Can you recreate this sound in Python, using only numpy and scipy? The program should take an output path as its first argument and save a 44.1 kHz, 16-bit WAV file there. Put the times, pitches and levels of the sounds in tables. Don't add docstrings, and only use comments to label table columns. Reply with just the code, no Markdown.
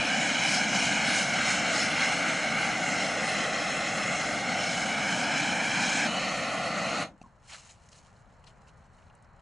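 import sys
import numpy as np
from scipy import signal
from scipy.fft import rfft, irfft, next_fast_len
from scipy.io import wavfile
from scipy.ndimage import uniform_filter1d

SR = 44100
rng = np.random.default_rng(int(sys.argv[2]) if len(sys.argv) > 2 else 0)


def level_to_linear(level):
    exponent = np.asarray(level, float) / 20
    return 10 ** exponent


def wrap_up_sound(samples):
    columns = np.atleast_2d(samples).T
    tamed = np.clip(columns, -1, 1)
    steps = np.round(tamed * 32767).astype(np.int16)
    wavfile.write(sys.argv[1], SR, steps)


N = 414981
SIZE = next_fast_len(N, True)
HZ = np.maximum(np.arange(SIZE // 2 + 1) * SR / SIZE, 1)
TIME = np.arange(N) / SR
SIDES = np.array([[1], [-1]])
CUT_S, SHUT_S = 6.072, 7.027


def level(x, db):
    return x * level_to_linear(db) / np.sqrt(np.mean(x ** 2))


def shape(points):
    hz, db = np.transpose(points)
    return np.interp(np.log(HZ), np.log(hz), db)


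def tint(x, db):
    return irfft(rfft(x, SIZE) * level_to_linear(db), SIZE)[..., :N]


def lowpass_db(hz, order):
    return -10 * np.log10(1 + (HZ / hz) ** order)


def highpass_db(hz, order):
    return -10 * np.log10(1 + (hz / HZ) ** order)


def curves(table):
    s, *columns = np.transpose(table)
    return [np.interp(TIME, s, c) for c in columns]


def walk(rate_hz):
    hold = int(SR / rate_hz)
    steps = np.repeat(rng.standard_normal(N // hold + 1), hold)
    return 1.18 * uniform_filter1d(uniform_filter1d(steps, hold), hold)[:N]


def bands(spectrum, centres_hz):
    for hz in centres_hz:
        away = np.clip(2 * np.log2(HZ / hz), -1, 1)
        yield hz, irfft(spectrum * np.cos(away * np.pi / 2) ** 2, SIZE)[..., :N]


# f/Hz, level/dB per Hz
TRAFFIC_SPECTRUM = [(13, -32), (22, -2), (80, 1), (170, -2), (293, -17), (653, -11), (1010, -12),
                    (1700, -16.5), (3600, -38.5), (4210, -35), (5050, -49), (7440, -49), (10700, -59.5),
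                    (13900, -75), (22000, -120)]
# f/Hz, side minus mid/dB
TRAFFIC_WIDTH = [(60, -7), (110, -17.5), (190, -12), (330, -5), (590, -7.5), (1040, -5), (1850, -9.5),
                 (3270, -3.5), (5780, -11), (10200, -11)]


def traffic(level_db=-57, swell_db=1.4, flicker_db=0.4):
    mid, side = rfft(rng.standard_normal((2, N)), SIZE) * level_to_linear(shape(TRAFFIC_SPECTRUM))
    both = mid + side * level_to_linear(shape(TRAFFIC_WIDTH) - 2.5) * SIDES
    swell = swell_db * walk(1.265)
    out = 0
    for _, band in bands(both, 20 * 2 ** np.arange(0, 9.6, .5)):
        out = out + band * level_to_linear(swell + flicker_db * walk(8.8))
    return level(out, level_db)


# peak t/s, level/dB, time to fall 20 dB/s, left minus right/dB
SHIFTS = [(7.12, -65, 0, 1), (7.18, -67, 0, 2), (7.27, -68, .16, 1), (7.39, -69, -0.3, 1),
          (7.217, -60, .008, -1), (7.229, -59, .007, 1), (7.45, -63, .1, 2), (7.5, -51, 0.05, 1),
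          (7.525, -42.5, 0.08, 0.5), (7.546, -41.5, 0.07, -1), (7.59, -51, 0.12, 1), (7.66, -50.5, 0.15, 1),
          (7.71, -50.5, 0.04, 0), (7.77, -61.5, 0.15, 2), (7.84, -58.5, 0.1, 1), (7.89, -52, 0, 0),
          (7.93, -51, 0.02, -1), (7.96, -54, 0.1, 0), (7.99, -57, 0.06, 0), (8.025, -61, 0.12, 0),
          (8.07, -62, 0.12, 0), (8.12, -68, .1, 0), (8.17, -66, 0.12, 1), (8.21, -68, .1, 1),
          (8.26, -63, 0, 0), (8.33, -65.5, 0.12, 0), (8.39, -70, .1, 0), (8.445, -59.5, 0, 6),
          (8.478, -55.5, 0.03, 5), (8.51, -65, .06, 4), (8.58, -69, .1, 0), (8.62, -68, .08, 0),
          (8.685, -57.5, 0.04, -1), (8.74, -72, .08, 0), (8.8, -66.5, 0.15, 1), (8.86, -68, .06, 0),
          (8.94, -68, .08, 0), (9, -63.5, 0.12, 0), (9.08, -67.5, .04, 0), (9.17, -70, .06, 0),
          (9.24, -67, 0.04, 1), (9.4, -70, .04, 4)]


def rustle(rise_share=0.91, roundness=1.1, stir_db=-76):
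    power = level_to_linear(stir_db) ** 2 * np.ones((2, N))
    for s, db, fall_s, pan_db in SHIFTS:
        fall_s = max(fall_s, .005)
        i = slice(int((s - 3 * fall_s) * SR), int((s + 3 * fall_s) * SR))
        away = abs(TIME[i] - s) / np.where(TIME[i] < s, rise_share * fall_s, fall_s)
        power[:, i] += level_to_linear(db - 20 * away ** roundness + SIDES * pan_db / 2) ** 2
    return np.sqrt(power) * (TIME > SHUT_S)


# f/Hz, level/dB per Hz
LEAF_SPECTRUM = [(90, -40), (180, -2), (300, -16), (506, -13), (615, 0), (854, -3), (1220, -1.5),
                 (2910, -4.5), (3590, -10), (7030, -6.5), (10700, -20.5), (13900, -51), (22000, -120)]
# t/s, peak level/dB, f/Hz, left minus right/dB
SNAPS = [(7.2157, -55, 2620, 10), (7.489, -50, 2750, 0), (7.4962, -43, 2750, 3), (7.5197, -37, 2850, 2),
         (7.531, -36, 4250, 3), (7.538, -36, 2900, 1), (7.544, -42, 1400, 1), (7.553, -39, 4200, 5),
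         (7.584, -46, 4200, 1), (7.598, -46, 2700, 1), (7.6553, -47, 6700, 1), (7.672, -49, 6800, 0.5),
         (7.718, -44, 7000, 0.5), (7.9242, -50, 4460, 2), (7.94, -50, 4500, 0.5), (7.6509, -48, 7200, 2),
         (7.7007, -43, 4100, 0.0), (7.7771, -66, 3990, -5), (7.8873, -49, 6050, -2), (7.889, -52, 7200, 2),
         (7.9177, -47, 5770, 5), (7.9856, -53, 4410, 2), (8.1637, -58, 4470, 0.0), (8.2565, -61, 3060, 0.0),
         (8.1889, -63, 4350, 0), (8.3001, -63, 2750, 0), (8.6189, -62, 4240, 0), (7.952, -51, 4500, 0),
         (7.69, -50, 2700, 0), (8.4391, -53, 3120, 10), (8.4395, -56, 7200, 5), (8.467, -50, 4600, 10),
         (8.4726, -44, 3050, 6), (8.482, -52, 3200, 4), (8.501, -52, 3050, 7), (8.5802, -66, 7260, 0.0),
         (8.6715, -55, 2700, 0.0), (8.689, -51, 2930, 0.0), (8.8207, -62, 2610, 3), (8.9469, -60, 4120, 3),
         (8.9828, -57, 2900, 0.0), (9.0222, -57, 2630, 0.0), (9.0681, -61, 4330, 0.0),
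         (9.0991, -53, 2790, -0.5), (9.1509, -51, 8600, 6), (9.2243, -55, 8500, 3), (9.3924, -60, 3040, -1),
         (9.362, -62, 6300, -1), (9.245, -61, 5600, 0), (9.187, -62, 4200, 0)]
BODY_HZ, CRISP_HZ = 2200, 5200
BODY_DB, BODY_GROWTH = -34, 0.37


def litter_bed(rate_hz=3000, spread_db=3.4, smear_s=0.0015):
    cracks = (rng.random(N) < rate_hz / SR) * level_to_linear(spread_db * rng.exponential(size=N).clip(0, 4))
    smear = np.exp(-np.arange(400) / SR / smear_s)
    grain = np.sqrt(signal.fftconvolve(cracks ** 2, smear)[:N].clip(0))
    mid, side = grain * rng.standard_normal((2, N))
    return level(tint(mid + 0.35 * side * SIDES, shape(LEAF_SPECTRUM)), -3.1)


def leaves(snap_s=0.054):
    bed = litter_bed()
    body = tint(bed, lowpass_db(BODY_HZ, 6))
    crisp = tint(bed, highpass_db(CRISP_HZ, 6))
    middle = bed - body - crisp
    gain = rustle()
    heavy = (gain / level_to_linear(BODY_DB)) ** BODY_GROWTH
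    out = gain * (body * heavy + middle * level_to_linear(1.4 * walk(45)) + crisp * level_to_linear(1.8 * walk(90)))
    for s, peak_db, hz, lean_db in SNAPS:
        t60 = snap_s * 3000 / hz
        noise = rng.standard_normal(1200) * np.exp(-np.log(1000) * np.arange(1200) / SR / t60)
        snap = signal.lfilter(*signal.iirpeak(hz, 5.5, SR), noise) + 0.03 * np.diff(noise, prepend=0)
        snap = snap / abs(snap).max()
        i = int(s * SR)
        out[:, i:i + 1200] += (level_to_linear(peak_db - 3.5 + SIDES * lean_db / 2) * snap)[:, :N - i]
    return out


def ring(s, hz, t60, soft_s=0.00084):
    out, t, i = np.zeros(N), np.arange(6000) / SR, int(s * SR)
    decay = np.exp(-np.log(1000) * t / t60)
    out[i:i + 6000] = np.sin(2 * np.pi * hz * t) * decay * -np.expm1(-t / soft_s)
    return out


# f/Hz, level/dB, t60/s
VALVE_MODES = [(227, 7, 0.017), (740, 3.5, 0.02), (2640, -7, 0.016), (3900, -15, .01), (4640, -13, .01),
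               (6070, -12, 0.02), (8387, -22, 0.011)]
# t/s, level/dB, f/Hz, t60/s
KNOCKS = [
    (7.2375, -45, 1070, 0.071),
    (7.239, -42, 209, .04),
    (7.2585, -42, 960, 0.036),
    (7.261, -45, 240, .04),
]


def valve(click_s=7.2145, click_db=-40.5):
    click = sum(level_to_linear(db) * ring(click_s, hz, t60) for hz, db, t60 in VALVE_MODES)
    rattle = sum(level_to_linear(db) * ring(s, hz, t60, soft_s=0.0022) for s, db, hz, t60 in KNOCKS)
    return level_to_linear(click_db) * click + rattle


# f/Hz, level/dB
SCATTER_NEAR = [(80, -26), (400, -24.5), (600, -38.5), (1000, -13.5), (1800, -24), (2500, -16.5),
                (3700, -18), (5200, -16.5), (6500, -26), (10000, -48.5)]
SCATTER_FAR = [(80, -25), (500, -27), (1000, -15.5), (2900, -20.5), (3650, -6), (4500, -15), (5200, -6),
               (6000, -22), (10000, -24)]


def scatter(x, lag_ms=21):
    late = np.roll(x, int(lag_ms * SR / 1000))
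    return SIDES * np.where(TIME < CUT_S, tint(late, shape(SCATTER_NEAR)), tint(late, shape(SCATTER_FAR)))


# t/s, lag/ms, echo share/0-1
GROUND = [(0, 1.21, 0.35), (1, 1.28, 0.39), (1.7, 1.37, 0.44), (2.6, 1.357, 0.49), (3.5, 1.486, 0.58),
          (4.1, 1.445, 0.54), (4.7, 1.36, 0.51), (5.4, 1.225, 0.38), (6.071, 1.196, 0.31),
          (6.073, 1.52, 0.36), (6.6, 1.5, 0.67), (7.2, 1.45, 0.33)]
LITTER_HZ, LITTER_TURN_RAD = 3060, 0.69
PORT_LAG_MS = 0.032
NEAR_HZ = 3140


def delayed(x, lag_ms):
    n = np.arange(N)
    return np.interp(n - lag_ms * SR / 1000, n, x)


def ground(x, near_db=-15, drift_ms=0.172, wide=0.3, count=5):
    lag_ms, share = curves(GROUND)
    litter = np.exp(-1j * LITTER_TURN_RAD) / np.sqrt(1 + (HZ / LITTER_HZ) ** 4)
    bounce = share * irfft(rfft(x, SIZE) * litter, SIZE)[:N]
    out = x + np.array([delayed(bounce, lag_ms + side * PORT_LAG_MS) for side in (-1, 1)])
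    treble = tint(x, highpass_db(NEAR_HZ, 4))
    for place, side in rng.random((count, 2)):
        echo_ms = 1.9 + 3.5 * place + drift_ms * walk(4) + 0.676 * (TIME > CUT_S)
        out = out + level_to_linear(near_db) * delayed(treble, echo_ms) * (1 + wide * (2 * side - 1) * SIDES)
    return out


# t/s, f/Hz, level/dB, upper ridge level/dB
RIDGES = [(0, 2278, -38.5, -39.5), (1, 2230, -37, -43), (2, 2177, -40.5, -61), (2.9, 2118, -39.5, -57),
          (3.6, 2057, -42.5, -61), (4.3, 2146, -42, -63), (5, 2250, -42.5, -56), (5.5, 2347, -39.5, -47),
          (6.071, 2336, -38, -49), (6.073, 2300, -51, -48), (7, 2486, -52, -61)]
RIDGE_WIDTH_HZ, UPPER_RATIO, LOWER_RATIO, LOWER_DB = 204, 1.3, .69, -4.5


def ridges():
    hz, main_db, upper_db = curves(RIDGES)
    breath = tint(rng.standard_normal((3, 2, N)), lowpass_db(RIDGE_WIDTH_HZ / 2, 6))
    phase = 2 * np.pi * np.cumsum(hz) / SR
    notes = 0
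    ratios, dbs = (1, UPPER_RATIO, LOWER_RATIO), (main_db, upper_db, main_db + LOWER_DB)
    for ratio, db, (a, b) in zip(ratios, dbs, breath):
        note = a * np.cos(ratio * phase) + b * np.sin(ratio * phase)
        notes = notes + level_to_linear(db) * level(note, 0)
    return notes * level_to_linear(-400 * (TIME - SHUT_S).clip(0))


# t/s, level/dB
AIM = [(0, 2.5), (1.5, 1.5), (2.5, -0.5), (3.7, -0.5), (4.6, 0), (5.3, 0), (6.071, 3), (6.073, -1),
       (6.7, -5), (7, -2)]
# t/s, jet level/dB, hiss level/dB
STROKES = [(.2, 0.5, 0.5), (.53, 1, 4.5), (.83, 0.5, 4.5), (1.17, 2, 5.5), (1.52, 2.5, 4), (1.8, 3, 5),
           (2.1, 5, 2), (2.37, 3.5, 1), (2.7, 4, 0.5), (2.98, 2, 3), (3.32, 2, 4), (3.55, 0, 0.5),
           (3.85, -0.5, 0.5), (4.25, -1, 1.5), (4.46, -2, -1), (4.75, -2, 2), (5.4, 2, 1.5), (5.9, 0.5, 3),
           (6.26, 1, 2)]
STROKE_S, JET_LEAD_S = 0.097, 0.065
AIM_SHARE, REST_DB, FADE_DB_PER_S = (0.05, 0.72, 1.11), (0, 0, -2), (206, 406, 416)


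def controls():
    def bump(s):
        return np.exp(-((TIME - s) / STROKE_S) ** 2)

    jet = sum(jet_db * bump(s - JET_LEAD_S) for s, jet_db, _ in STROKES)
    hiss = sum(hiss_db * bump(s) for s, _, hiss_db in STROKES)
    aim = np.outer(AIM_SHARE, curves(AIM)[0])
    fade = np.outer(FADE_DB_PER_S, (TIME - SHUT_S).clip(0))
    return aim - fade + np.array(REST_DB)[:, None] + [0 * jet, jet, hiss]


LAYER_HZ = (525, 2020, 5400)
# f/Hz, level/dB per Hz
BURN = [(24, -53), (40, -37.5), (192, 4), (299, 4.5), (386, -9.5), (744, -3.5), (1010, -7.5), (1540, -4),
        (1850, -7), (2130, -5), (3560, -12), (4000, -14.5), (6390, -12), (10700, -29.5), (13900, -75),
        (22000, -120)]


def flame(flutter_db=0.61, puff_db=0.46, flicker_db=0.75):
    moves_db = controls()
    gas = rfft(rng.standard_normal(N), SIZE) * level_to_linear(shape(BURN))
    gas = gas / np.sqrt(np.mean(irfft(gas) ** 2))
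    eddies_db = flutter_db * walk(160) + puff_db * walk(25.07)
    out = 0
    for hz, band in bands(gas, 40 * 2 ** np.arange(0, 8.6, .5)):
        share = [np.interp(np.log(hz), np.log(LAYER_HZ), row) for row in np.eye(3)]
        flicker = flicker_db * (1 + hz / 9000) * walk(14)
        out = out + band * level_to_linear(share @ moves_db + min(hz / 1800, 1) * eddies_db + flicker)
    return out * level_to_linear(-29.5)


def scene():
    rest = traffic() + leaves() + valve()
    torch = flame() + ridges()
    return ground(torch) + scatter(torch) + rest


# f/Hz, width/Hz, level/dB, slide/Hz
HOLLOWS = [(3575, 100, -7.5, 25), (4600, 110, -5.5, 50), (4840, 120, -4.5, 60), (5680, 120, -4.5, 80),
           (2620, 82, -2.5, 80), (3200, 60, -1, 50)]
HOLLOW_AIM, HOLLOW_BREAK, HOLLOW_AFTER = 0.16, .6, 0.38
MOTTLE_DB, MOTTLE_HZ = 1.7, 3500


def hollows(hz, s, count=9):
    at = (s * SR).astype(int).clip(0, N - 1)
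    depth = np.where(s < CUT_S, 1 - HOLLOW_AIM * curves(AIM)[0][at], HOLLOW_AFTER * (s > SHUT_S))
    db = 0
    for f, width, deep_db, slide in HOLLOWS:
        deep = deep_db * (depth * (1 + HOLLOW_BREAK * walk(16)[at])).clip(0, 1.6)
        db = db + deep * np.exp(-2 * ((hz[:, None] - f - slide * walk(7)[at]) / width) ** 2)
    patches = uniform_filter1d(rng.standard_normal(db.shape), count, axis=0)
    patches = uniform_filter1d(patches, size=2, axis=1)
    onset = 1 / np.sqrt(1 + (MOTTLE_HZ / (hz[:, None] + 1)) ** 4)
    return level_to_linear(db + MOTTLE_DB * patches / patches.std() * onset)


# f/Hz, level/dB
WEAK = [(2200, -20), (3500, -12), (6000, -10), (9000, -7.5), (10300, -8), (11000, -3)]
# f/Hz, level/dB
NARROW = [(300, -40), (500, -22), (750, -19), (950, -22), (1400, -18), (1800, -10.5), (2250, -14),
          (2700, -13.5), (3250, -6.5), (3700, -12), (3950, -9), (4400, -12), (4800, -8.5), (5100, -13),
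          (5800, -4), (11000, -2)]
NARROW_CHANCE_DB = 2.5


def gate(x, size=2048, count=7, order=8):
    hz, s, z = signal.stft(x, SR, "cosine", size)
    z = z * hollows(hz, s)
    mid, side = z.mean(0), (z[0] - z[1]) / 2
    power = abs(mid) ** 2

    def spread(rows):
        return np.repeat(rows, order, axis=0)[:len(hz)]

    def band(p):
        sums = np.add.reduceat(p, np.arange(0, len(hz), order))
        return spread(uniform_filter1d(sums, size=2))

    weak_db = np.interp(hz, *np.transpose(WEAK), left=-200)[:, None]
    bar = uniform_filter1d(power, 12 * count, axis=0) * level_to_linear(weak_db) ** 2
    strong = uniform_filter1d(power, count, axis=0) > bar
    chance = spread(rng.standard_normal((len(hz) // order + 1, len(s))))
    narrow_db = np.interp(hz, *np.transpose(NARROW))[:, None] + NARROW_CHANCE_DB * chance
    kept = band(abs(side) ** 2) > band(power) * level_to_linear(narrow_db) ** 2
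    z = (mid + side * kept * SIDES[..., None]) * strong
    return signal.istft(z, SR, "cosine", size)[1][:, :N]


def top_cut(x):
    return signal.sosfilt(signal.butter(12, 10960, fs=SR, output="sos"), x)


# f/Hz, width/Hz, level/dB
HOUSING_NEAR = [(385, 102, -4), (765, 70, 3), (1254, 290, -2), (1670, 130, 2), (2390, 140, 1.5),
                (3040, 180, 1.5), (3572, 160, -5), (4170, 360, 3.5), (4690, 230, -5.5), (5295, 280, 3.5),
                (5770, 370, -2.5), (6040, 170, 0), (9540, 540, -5), (9990, 310, 3.5)]
HOUSING_FAR = [(384, 120, -8), (800, 270, 3), (910, 67, -2), (1400, 130, 3), (1600, 190, -5),
               (2300, 180, 3.5), (2900, 136, 7.5), (3420, 80, -4), (3830, 80, -2), (3370, 190, -6),
               (4330, 580, 10), (4760, 440, -8), (5700, 420, -5), (7200, 290, 1), (7950, 260, -2),
               (9300, 220, -1)]
# f/Hz, level/dB
LEAN = [(30, 4.5), (60, 3.4), (125, 2.4), (250, 1.6), (500, .3), (1000, -.3), (2000, .3), (4000, 0)]
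# f/Hz, phase/rad
LEAD = [(20, -.2), (350, -0.2), (520, 0.13), (950, -0.29), (1300, -0.058), (3000, 0.036), (10400, 0.0)]
OFF_AXIS, FRONT, SIDE_SHARE = 0.25, 0.25, .3


def record(dry):
    def housing(table):
        return sum(db * np.exp(-2 * ((HZ - hz) / width) ** 2) for hz, width, db in table)

    near_db, far_db = housing(HOUSING_NEAR), housing(HOUSING_FAR)
    around_db = OFF_AXIS * far_db + FRONT * near_db * (HZ > 2200)
    ports_db = SIDES * shape(LEAN) / 2 - 30 * np.clip((HZ - 10620) / 500, 0, 3) ** 2
    ports = level_to_linear(ports_db) * np.exp(.5j * SIDES * shape(LEAD))
    left, right = rfft(dry, SIZE) / 2

    def hear(db):
        mid = (left + right) * level_to_linear(db)
        side = SIDES * (left - right) * level_to_linear(SIDE_SHARE * db)
        return irfft(ports * (mid + side), SIZE)[:, :N]

    after_cut = np.where(TIME < SHUT_S + .075, hear(far_db), hear(around_db))
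    mix = gate(np.where(TIME < CUT_S, hear(near_db), after_cut))
    return top_cut(mix)


dry = scene()
out = record(dry)
wrap_up_sound(out)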